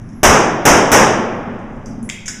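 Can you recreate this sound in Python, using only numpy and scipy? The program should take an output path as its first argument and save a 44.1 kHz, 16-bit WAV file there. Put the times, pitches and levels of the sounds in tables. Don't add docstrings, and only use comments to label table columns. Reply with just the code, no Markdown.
import sys
import numpy as np
from scipy import signal
from scipy.fft import rfft, irfft
from scipy.io import wavfile

SR = 44100
rng = np.random.default_rng(int(sys.argv[2]) if len(sys.argv) > 2 else 0)


def materialize(psi):
    bounded = np.clip(np.atleast_2d(psi).T, -1, 1)
    quanta = np.round(bounded * 32767).astype(np.int16)
    wavfile.write(sys.argv[1], SR, quanta)


N = 105840
T = np.arange(N) / SR
HZ = np.maximum(np.arange(N // 2 + 1) * SR / N, 1)
TOP_CUT_HZ = 15450

# start in seconds, level of blast and echo in dB, level of low thump in dB.
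SHOTS = [(0.232, 0, 3.5), (.6535, -1, 0), (0.9176, -1.5, -2)]


def amp(db):
    return 10 ** (np.asarray(db) / 20)


def at_hz(rows, hz, axis=1):
    rows = np.array(rows)
    return np.interp(np.log(hz), np.log(rows[:, 0]), rows[:, axis])


def noise(shape):
    white = rfft(rng.standard_normal(N))
    return irfft(white * shape * np.sqrt(SR / 2), N)


def unit_noise(shape):
    x = noise(shape)
    return x / x.std()


def resonance(hz, width_hz):
    return unit_noise(1 / (1 + ((HZ - hz) / width_hz) ** 2) ** 2)


def decay(start, t60):
    fall = np.log(1000) * np.maximum(T - start, 0) / t60
    return (T >= start) * np.exp(-np.minimum(fall, 40))


def bell(x, hz, width_hz, db):
    b, a = signal.iirpeak(hz, hz / width_hz, fs=SR)
    return x + (amp(db) - 1) * signal.lfilter(b, a, x)


def blasts():
    pulse_s, pulse_db = 0.00067, 9.5
    crack_db, crack_t60_s, crack_low_hz = -14.5, 0.088, 1500
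    out = np.zeros(N)
    for start, db, _ in SHOTS:
        age = np.maximum(T - start, 0) / pulse_s
        pulse = (T >= start) * (1 - age) * np.exp(-np.minimum(age, 40))
        bright = HZ / (HZ + crack_low_hz) * (HZ < TOP_CUT_HZ)
        crack = unit_noise(bright) * decay(start, crack_t60_s)
        out += amp(db) * (amp(pulse_db) * pulse + amp(crack_db) * crack)
    return out


def thumps():
    level_db, delay_s, width_s, top_hz = -14.5, 0.063, 0.04, 60
    swell = np.zeros(N)
    for start, _, db in SHOTS:
        hump = np.exp(-((T - start - delay_s) / width_s) ** 2)
        swell += amp(db) * hump * (T > start)
    return amp(level_db) * swell * unit_noise(1 / (1 + (HZ / top_hz) ** 4))


def echoes():
    # frequency in Hz, starting level in dB per Hz, time to fall 60 dB in seconds.
    echo = [(30.1, -42, 0.26), (68.6, -35, 0.31), (143.4, -34, 1.06), (258, -32.5, 1.214), (550, -31, 1.04),
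            (1030, -29.5, 0.75), (1930, -35.5, 0.67), (3040, -42.5, 0.66), (4180, -51.5, 0.68),
            (5630, -44.5, 0.57), (9000, -50, 0.41), (13100, -54, 0.24)]
    linger_db, linger_times, linger_top_hz = -14, 2.646, 2770
    build_s = 0.034
    slap_s, slap_db, slap_width_s = 0.13, 0.5, 0.016
    out = np.zeros(N)
    step = np.log(2) / 2
    coloured = rfft(rng.standard_normal(N)) * amp(at_hz(echo, HZ)) * np.sqrt(SR / 2)

    swells = []
    for start, db, _ in SHOTS:
        slap = slap_db * np.exp(-((T - start - slap_s) / slap_width_s) ** 2)
        build = np.sqrt(1 - np.exp(-np.maximum(T - start, 0) / build_s))
        swells.append(amp(db + slap) * build)

    for hz in 22 * np.exp(step * np.arange(20)):
        window = np.maximum(1 - abs(np.log(HZ / hz)) / step, 0)
        band = irfft(coloured * window, N)
        t60 = at_hz(echo, hz, axis=2)
        linger = (amp(linger_db) * decay(0, t60 * linger_times)) ** 2
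        fall = decay(0, t60) ** 2 + linger / (1 + (hz / linger_top_hz) ** 6)
        power = np.zeros(N)
        for (start, _, _), swell in zip(SHOTS, swells):
            power += swell ** 2 * np.interp(T - start, T, fall, left=0)
        out += band * np.sqrt(power)
    return out


def hall(x, wet_db):
    low = 1 / (1 + (HZ / 5500) ** 4)
    low_tail = noise(low) * decay(.003, 0.75)
    treble_tail = noise(1.11 * (1 - low)) * decay(0.0037, 0.37)
    tail = low_tail + treble_tail
    tail = tail / np.sqrt(np.sum(tail ** 2))
    return x + amp(wet_db) * signal.fftconvolve(x, tail)[:N]


def cases():
    # landing in seconds, ring in Hz, ring level in dB, time for the ring to fall 60 dB in seconds,
    # tick level in dB, tick frequency in Hz.
    landings = [(.015, 10970, -67, 0.8, -58, 5730), (.09, 8720, -76, 0.19, -54, 5800),
                (.13, 11070, -65, 0.92, -55, 5700), (1.36, 10450, -64, 0.11, -62, 6000),
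                (1.591, 10900, -78, 0.27, -58, 7060), (1.734, 10900, -78, 0.46, -70, 7500),
                (1.859, 9950, -72, 0.48, -35, 5060), (2.028, 10500, -37, 0.04, -43, 8950)]
    tick_width_hz, tick_low_hz, tick_t60_s, echo_db = 700, 4570, 0.018, 4
    out = np.zeros(N)
    thin = 1 / (1 + (tick_low_hz / HZ) ** 30)
    for start, hz, ring_db, t60, tick_db, tick_hz in landings:
        peak = 1 / np.hypot(1, (HZ - tick_hz) / tick_width_hz)
        tick = unit_noise(thin * peak / (1 + (HZ / 11500) ** 8))
        ring = np.sin(2 * np.pi * hz * (T - start))
        ring_level = decay(start, t60) - decay(start, .004)
        out += amp(ring_db) * ring * ring_level
        out += amp(tick_db) * tick * decay(start, tick_t60_s)
    return hall(out, echo_db)


def reload():
    # start in seconds, level in dB, time to fall 60 dB in seconds, hollow resonance in Hz,
    # its level in dB beside the steel, ring in Hz, its level in dB beside the steel.
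    clacks = [(2.091, -27.5, 0.035, 2180, 1, 6800, -7.5), (2.0988, -17, 0.0093, 2180, -12, 3260, 3),
              (2.258, -36.5, 0.26, 2180, -2, 6260, -5.5), (2.28, -27, 0.075, 1590, 0.5, 5460, -1.5)]
    # frequency in Hz, relative level in dB.
    steel_colour = [(500, -37.5), (1200, -6.5), (2200, -1.5), (3000, -1.5), (3800, -5), (4700, -5.5),
                    (5800, -6), (6800, 5), (9000, -7.5), (15000, -28)]
    cavity_width_hz, ring_width_hz, echo_db = 200, 700, -1
    out = np.zeros(N)
    steel = unit_noise(amp(at_hz(steel_colour, HZ)))
    for start, db, t60, cavity_hz, cavity_db, ring_hz, ring_db in clacks:
        cavity = amp(cavity_db) * resonance(cavity_hz, cavity_width_hz)
        ring = amp(ring_db) * resonance(ring_hz, ring_width_hz)
        out += amp(db) * (steel + cavity + ring) * decay(start, t60)
    return hall(out, echo_db)


def ventilation():
    # frequency in Hz, level in dB per Hz.
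    spectrum = [(20, -47), (32, -51.5), (55, -62), (85, -59), (120, -52), (160, -57), (230, -49),
                (310, -64.5), (450, -76), (1000, -79), (2000, -85.5), (3500, -101), (6000, -107),
                (10000, -114), (15000, -128)]
    # time in seconds, level change in dB.
    waver = [(0, -2), (1.2, 6.5), (1.7, -1), (2.07, 3), (2.13, -5), (2.4, -1)]
    rumble_hz, rumble_width_hz = 247.6, 107
    shape = amp(at_hz(spectrum, HZ))
    duct = np.exp(-((HZ - rumble_hz) / rumble_width_hz) ** 2)
    steady = noise(shape * np.sqrt(1 - duct))
    upper = noise(shape * np.sqrt(duct))
    return steady + upper * amp(np.interp(T, *np.transpose(waver)))


def scene():
    dip_s, dip_fall_s, dip_db = 2.09, 0.075, -4.5
    dip = amp(dip_db * np.clip((T - dip_s) / dip_fall_s, 0, 1))
    return (blasts() + thumps() + cases() + reload() + dip * (echoes() + ventilation()))[None]


def record(dry):
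    capsule_db, overload_db, low_cut_hz = 3.5, 0, 20
    limit_db, window_s, release_db_per_s = -6, 0.021, 70
    x = amp(capsule_db) * np.tanh(dry[0] / amp(capsule_db))
    x = bell(x, 4270, 1100, -30)
    x = bell(x, 5990, 1220, 9.5)
    x = signal.lfilter(*signal.butter(1, low_cut_hz, "high", fs=SR), x)

    keep = np.exp(-1 / (window_s * SR))
    power = signal.lfilter([1 - keep], [1, -keep], x * x)
    over = np.maximum(10 * np.log10(power + 1e-12) - limit_db, 0)
    release = release_db_per_s * T
    cut = np.maximum.accumulate(over + release) - release
    x = x * amp(-cut)

    x = x / (1 + (x / amp(overload_db)) ** 8) ** (1 / 8)
    top_cut = signal.ellip(10, .1, 70, TOP_CUT_HZ, fs=SR, output="sos")
    return signal.sosfilt(top_cut, x)[None]


dry = scene()
out = record(dry)
materialize(out)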